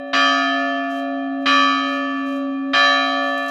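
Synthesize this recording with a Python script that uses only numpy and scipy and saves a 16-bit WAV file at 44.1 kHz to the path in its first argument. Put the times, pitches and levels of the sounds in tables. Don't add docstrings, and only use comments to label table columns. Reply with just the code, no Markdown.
import sys
import numpy as np
from scipy import signal
from scipy.fft import irfft
from scipy.io import wavfile
from scipy.ndimage import uniform_filter1d, map_coordinates

SR = 44100
rng = np.random.default_rng(int(sys.argv[2]) if len(sys.argv) > 2 else 0)


def amplitude_ratio(level_db):
    exponent = np.asarray(level_db, float) / 20
    return 10 ** exponent


def int16_out(signal):
    q = np.round(np.clip(np.atleast_2d(signal).T, -1, 1) * 32767)
    wavfile.write(sys.argv[1], SR, q.astype(np.int16))


N = 154350
STEP = 32


def along(points, hz):
    f, value = np.transpose(points)
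    return np.interp(np.log(hz + 1), np.log(f + 1), value)


def noise(spectrum, decay=None, size=None):
    size = size or N
    hz, t, z = signal.stft(rng.standard_normal(size), SR, nperseg=512)
    gain = amplitude_ratio(along(spectrum, hz))[:, None]
    gain = gain / np.sqrt(np.mean(gain ** 2))
    if decay:
        gain = gain * amplitude_ratio(-60 * t / along(decay, hz)[:, None])
    return signal.istft(z * gain, SR, nperseg=512)[1][:size]


def wander(points, position):
    return map_coordinates(rng.standard_normal(points), [position])


def flutter(size, db):
    z = rng.standard_normal((2, size))
    z = uniform_filter1d(z, size=14, axis=1)
    z = uniform_filter1d(z, size=9, axis=1) * 3
    return 1 + amplitude_ratio(db) * (z[0] + 1j * z[1])


def tone(swing, hz, size):
    i, k = np.arange(size), np.arange(len(swing)) * STEP
    phase = 2 * np.pi * (hz * i / SR + rng.random())
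    return np.interp(i, k, swing.real) * np.sin(phase) + np.interp(i, k, swing.imag) * np.cos(phase)


# (f/Hz, level/dB)
AIR = [(25, -28), (80, -11), (200, -12), (450, -31.5), (1000, -35), (4000, -27.5), (14000, -60)]


def tower_air():
    gusts = amplitude_ratio(3.6 * wander(40, np.arange(N) / SR * 10))
    return amplitude_ratio(-70) * gusts * noise(AIR)


STROKES = [
    .131,
    1.457,
    2.733,
]
# (f/Hz, t60/s, twin's offset f/Hz, twin's t60/s)
PARTIALS = [(270.6, 11.8, 1.27, 33.09), (568.8, 13.11, -2.39, 13.88), (688.2, 7.36, 0.79, 5.9),
            (744.1, 4.88, 1.13, 54.6), (1153.6, 3.14, 1.73, 1.08), (1251.6, 2.77, 0.66, 1.78),
            (1301.5, 2.66, 1.31, 1.11), (1414.4, 2.52, -4.45, 2.12), (1625.1, 3.23, 1.74, 1.35),
            (1748.7, 2.64, 1.46, 2.44), (2416.6, 2.7, 4.8, 2.2), (2495.7, 0.66, 2.19, 2.16),
            (3145.4, 2.23, 4.22, 1.95), (3935.4, 1.33, 1.83, 2.07), (1825.9, 1.27, 3.55, 0.79),
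            (2102.5, 3.0, 1.11, 1.63), (2253.7, 1.67, 2.09, 1.24), (2318.4, 2.06, 4.08, 0.71),
            (2715.4, 2.66, 1.16, 3.9), (2910.1, 1.75, 8.35, 1.39), (3239.4, 2.66, 5.08, 0.89),
            (3661.8, 2.56, 1.81, 2.18), (4053.3, 3.0, 2.88, 1.21), (4407.6, 1.43, 1.32, 1.95),
            (4773.4, 0.79, 3.33, 1.77), (4914.6, 0.54, 2.51, 1.42), (5649.1, 1.37, 3.3, 0.63),
            (6548.6, 1.77, 3.22, 1.08)]
# (build-up t/s, level left from the earlier stroke/dB, level after each of three strokes/dB)
PARTIAL_DB = [(0.012, -31.5, -40, -45, -34), (0.049, -30, -34, -32, -25.0), (0.004, -38.2, -21, -37, -24),
              (0.013, -40, -31.5, -37.5, -25.5), (0.12, -43.5, -19.5, -15.5, -14.5),
              (0.069, -52, -19.5, -21.5, -27), (0.21, -58.5, -26.5, -27.5, -33.5),
              (0.033, -61.1, -26.5, -36, -28.5), (0.006, -71, -39, -38, -46),
              (0.091, -37.5, -12.5, -25, -19.5), (0.007, -51, -27.5, -40.5, -29),
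              (0.135, -76.7, -16.5, -13, -33.5), (0.0013, -52.5, -22, -35.5, -42),
              (0.026, -57, -23.5, -20, -23), (0.135, -73, -33.5, -32, -24), (0.11, -78, -48.5, -56, -40),
              (0.135, -79.4, -30.5, -26.5, -35), (0.18, -74, -31.5, -34.5, -44.0),
              (0.17, -59, -30, -30.5, -29), (0.014, -85, -35.5, -34, -41), (0.22, -64.5, -32.5, -36, -27),
              (0.15, -71, -57.0, -45.3, -44.5), (0.15, -94, -44.5, -52.5, -37.4),
              (0.135, -82.5, -37.5, -40.6, -46), (0.073, -85.5, -20.5, -31.5, -30),
              (0.114, -78.5, -27.5, -22, -28), (0.06, -84, -33, -33.5, -34.5),
              (0.096, -88, -45, -42.6, -40)]
# (level/dB, level/dB, level/dB)
TWIN_DB = [(-22.7, -21.0, -26.5), (-31.5, -31, -34.5), (-30, -34.5, -37.5), (-44.5, -49.2, -42),
           (-13.5, -9, -17.5), (-22.5, -19, -14.4), (-31.1, -29, -31), (-30, -29, -32.3), (-23.1, -26, -24),
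           (-26, -14.6, -11), (-28, -21.5, -24.0), (-50.5, -41.5, -36), (-22.5, -19.5, -18.5),
           (-33.5, -39.5, -20.5), (-20, -20.5, -21), (-36, -47, -45), (-36, -33.5, -22), (-30, -30.5, -31),
           (-44, -44.5, -36), (-26.5, -26.5, -30.5), (-20.5, -24.5, -26.5), (-47, -54, -55.5),
           (-29.5, -26.1, -22), (-43.5, -42.5, -36), (-46, -38, -34.5), (-27.5, -31.5, -33.8),
           (-28.5, -47, -34), (-37, -48.5, -46.5)]
# (t/s, t/s, t/s)
DIPS = [(0.022, 0.509, 0.02), (0.334, 0.307, 0.335), (0.022, 1.181, 1.192), (0.661, 0.706, 0.835),
        (0.412, 0.463, 0.367), (1.012, 1.117, 0.041), (0.146, 0.146, 0.023), (0.173, 0.165, 0.157),
        (0.53, 0.54, 0.487), (0.21, 0.293, 0.344), (0.19, 0.175, 0.175), (0.229, 0.394, 0.217),
        (0.024, 0.042, 0.036), (0.101, 0.072, 0.501), (0.224, 0.256, 0.056), (0.123, 0.16, 0.542),
        (0.089, 0.095, 0.054), (0.075, 0.015, 0.05), (0.223, 0.279, 0.418), (0.09, 0.089, 0.089),
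        (0.166, 0.031, 0.087), (0.463, 0.032, 0.196), (0.024, 0.246, 0.275), (0.112, 0.082, 0.584),
        (0.109, 0.128, 0.244), (0.072, 0.033, 0.193), (0.065, 0.291, 0.021), (0.078, 0.039, 0.042)]


def beating_partials():
    direct = 0.21
    t, out = np.arange(N // STEP + 1) * STEP / SR, np.zeros(N)
    for partial, levels, twin_dbs, dips in zip(PARTIALS, PARTIAL_DB, TWIN_DB, DIPS):
        hz, t60, split, twin_t60 = partial
        rise, left_db, *dbs = levels
        swing = np.full(len(t), amplitude_ratio(left_db), complex)
        for s, db, twin_db, dip in zip(STROKES, dbs, twin_dbs, dips):
            u = np.clip(t - s, 0, None)
            twin = amplitude_ratio(twin_db - 60 * u / twin_t60) * np.exp(2j * np.pi * split * (u - dip))
            new = amplitude_ratio(db - 60 * u / t60) - twin
            new = new * np.exp(1j * np.angle(swing[round(s * SR) // STEP] / new[0]))
            old_share = direct * np.exp(-u / 0.0033) + (1 - direct) * np.exp(-u / max(rise, .002))
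            swing = swing * old_share + new * (1 - old_share)
        out += tone(swing * flutter(len(t), -26.5), hz, N)
    return out


# (start t/s, length t/s, level/dB)
RUSTLES = [(.07, .05, -75), (0.492, 0.052, -66.5), (0.901, 0.11, -55), (1.41, .045, -68.5),
           (1.876, 0.11, -59), (2.094, 0.13, -69.5), (2.263, 0.13, -58.5), (2.699, .035, -72),
           (3.05, .1, -58.5), (3.221, 0.12, -56.5), (3.369, .2, -59)]
# (f/Hz, level/dB)
RUSTLE = [(1500, -34), (3500, -2.5), (6500, 1), (9000, -10), (12000, -4.5), (14500, -18)]
# (t/s, peak level/dB)
TICKS = [(3.377, -46), (3.3803, -37), (3.3857, -45.5), (3.4283, -43.5), (3.4303, -47), (3.463, -39),
         (3.4812, -37.5), (3.484, -39.5), (3.484, -36), (3.489, -41), (3.4908, -43), (3.4939, -36.5),
         (3.4976, -47)]


def rope():
    t, clicks, shape = np.arange(N) / SR, np.zeros(N), np.zeros(N)
    for s, length, db in RUSTLES:
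        rise_db = 550 * (s + .01 - t)
        fall_db = 286 * (t - s - length) + 4.18
        shape += amplitude_ratio(db - np.clip(np.maximum(rise_db, fall_db), 0, None))
    shape *= amplitude_ratio(1.75 * wander(N // 150 + 4, np.arange(N) / 150))
    for s, db in TICKS:
        u = np.clip(t - s, 0, None)
        shape += (t >= s) * amplitude_ratio(db - 21) * (2 * amplitude_ratio(-60 * u / 0.007) + amplitude_ratio(-60 * u / .07))
        clicks[round(s * SR)] = amplitude_ratio(db + 10)
    tick = irfft(amplitude_ratio(along(RUSTLE, np.fft.rfftfreq(64, 1 / SR))))
    tick = np.roll(tick, 32) * np.hanning(64)
    return shape * noise(RUSTLE) + np.convolve(clicks, tick / tick.max(), "same")


# (f/Hz, t60/s)
CLANG = [(40, -39.5), (245, -14), (900, -12.5), (1300, -3.5), (4000, -9.5), (8000, -44.5), (14000, -62.5)]
CLANG_T60 = [(60, 0.6), (300, 0.5), (2000, 0.34), (12000, 0.55)]
# (f/Hz, t60/s)
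SHIMMER = [(2000, -38), (3500, -8), (6000, -5.5), (7500, -30), (14500, -41.5)]
SHIMMER_T60 = [(3000, 2), (12000, 1.6)]


def clang():
    size = 2 * SR
    out = np.zeros(N + size)
    rise = 1 - np.exp(-np.arange(size) / SR / 0.0013)
    for s in STROKES:
        blow = amplitude_ratio(-21) * noise(CLANG, CLANG_T60, size=size)
        shimmer = amplitude_ratio(-52.5) * noise(SHIMMER, SHIMMER_T60, size=size)
        out[round(s * SR):][:size] += rise * (blow + shimmer)
    return out[:N]


# (f/Hz, level/dB, t60/s)
MINOR = [(1000, -40, .3), (1998, -33, .4), (2725, -47, 2.5), (2424.5, -46, 6), (2962, -38, .6),
         (3934, -51, 6), (5631, -50, 1.7), (6365, -56, 1.2), (6561, -53, 2), (7880, -62, 1.1),
         (10700, -76, 2), (11600, -80, 1.8), (13300, -82, 2)]
# (f/Hz, level/dB, t60/s)
CROWD = [(2201.0, -38, 0.65), (2223.0, -45.7, 1.87), (2643.0, -45.0, 1.01), (2810.0, -46.1, 2.2),
         (2995.0, -39.6, 1.34), (3200.0, -48.9, 2.05), (3486.0, -49.2, 2.2), (3573.0, -46.8, 1.05),
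         (3770.0, -43.2, 2.2), (4189.0, -45.2, 1.28), (4314.0, -42.4, 0.92), (4476.0, -46.2, 2.2),
         (4513.0, -43.5, 1.93), (4584.0, -46.7, 1.08), (4618.0, -52.1, 2.2), (4716.0, -55.1, 2.2),
         (4973.0, -54.6, 2.2), (5005.0, -48.2, 1.04), (5073.0, -42.8, 1.36), (5105.0, -40.5, 0.98),
         (5223.0, -53.5, 1.24), (5389.0, -44.3, 0.98), (5465.0, -45.2, 1.63), (5682.0, -52.1, 2.2),
         (5723.0, -53.7, 1.44), (5796.0, -42.9, 1.06), (5833.0, -40.6, 1.06), (5917.0, -50.8, 1.55),
         (5947.0, -45.3, 0.74), (5978.0, -48.9, 1.13), (6103.0, -55.1, 2.2), (6466.0, -52.5, 1.02),
         (6664.0, -53.7, 1.9), (6764.0, -54.9, 0.96), (6799.0, -56.0, 1.47), (6826.0, -58.6, 1.29),
         (6894.0, -55.3, 1.15), (6924.0, -61.5, 1.37), (7178.0, -75.8, 2.2), (7297.0, -55.5, 0.85),
         (7434.0, -53.0, 1.33), (7549.0, -60.5, 1.25), (7580.0, -64.4, 1.47), (7661.0, -58.5, 1.15),
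         (7704.0, -71.2, 1.88), (8010.0, -81.2, 2.2), (8312.0, -65.4, 2.2)]
# (f/Hz, t60/s)
SWARM = [(7000, -74.5), (8000, -72), (10000, -79.5), (14000, -82)]
SWARM_T60 = [(3000, 1.52), (6000, 1), (9000, .9)]


def thin_modes():
    out = np.zeros(N + 3 * SR)
    draw = rng.random((60, 3))
    swarm_hz = 7700 * 1.8 ** draw[:, 0]
    swarm_db = along(SWARM, swarm_hz) - 18 * draw[:, 1] + 10
    swarm_t60 = along(SWARM_T60, swarm_hz) * amplitude_ratio(4.5 * draw[:, 2] - 0.5)
    upper = np.array(CROWD) + np.array([0, -1.5, 0])
    modes = [*MINOR, *upper, *zip(swarm_hz, swarm_db, swarm_t60)]
    for s in STROKES:
        for hz, db, t60 in modes:
            size = int(min(1.4, .9 * t60) * SR)
            u = np.arange(size // STEP + 1) * STEP / SR
            beat = 1 + 0.5 * np.exp(2j * np.pi * (rng.uniform(2.7, 24) * u + rng.random()))
            decay = amplitude_ratio(db + rng.normal(0, 3) - 60 * u / t60)
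            swing = decay * beat * (1 - np.exp(-u / 0.011)) * flutter(len(u), -19)
            out[round(s * SR):][:size] += tone(swing, hz, size)
    return out[:N]


def gain_creep():
    hold_s, recover_db_per_s = 0.59, 4.5
    t = np.arange(N) / SR
    since = t - np.array([0, *STROKES])[np.searchsorted(STROKES, t)]
    return amplitude_ratio(uniform_filter1d(recover_db_per_s * np.clip(since - hold_s, 0, None), size=600))


def scene():
    bell = beating_partials() + thin_modes() + clang()
    return (bell * gain_creep() + rope() + tower_air())[None]


def top_cut(x):
    return signal.sosfilt(signal.butter(12, 14760, fs=SR, output="sos"), x)


def record(dry):
    return top_cut(dry)


dry = scene()
out = record(dry)
int16_out(out)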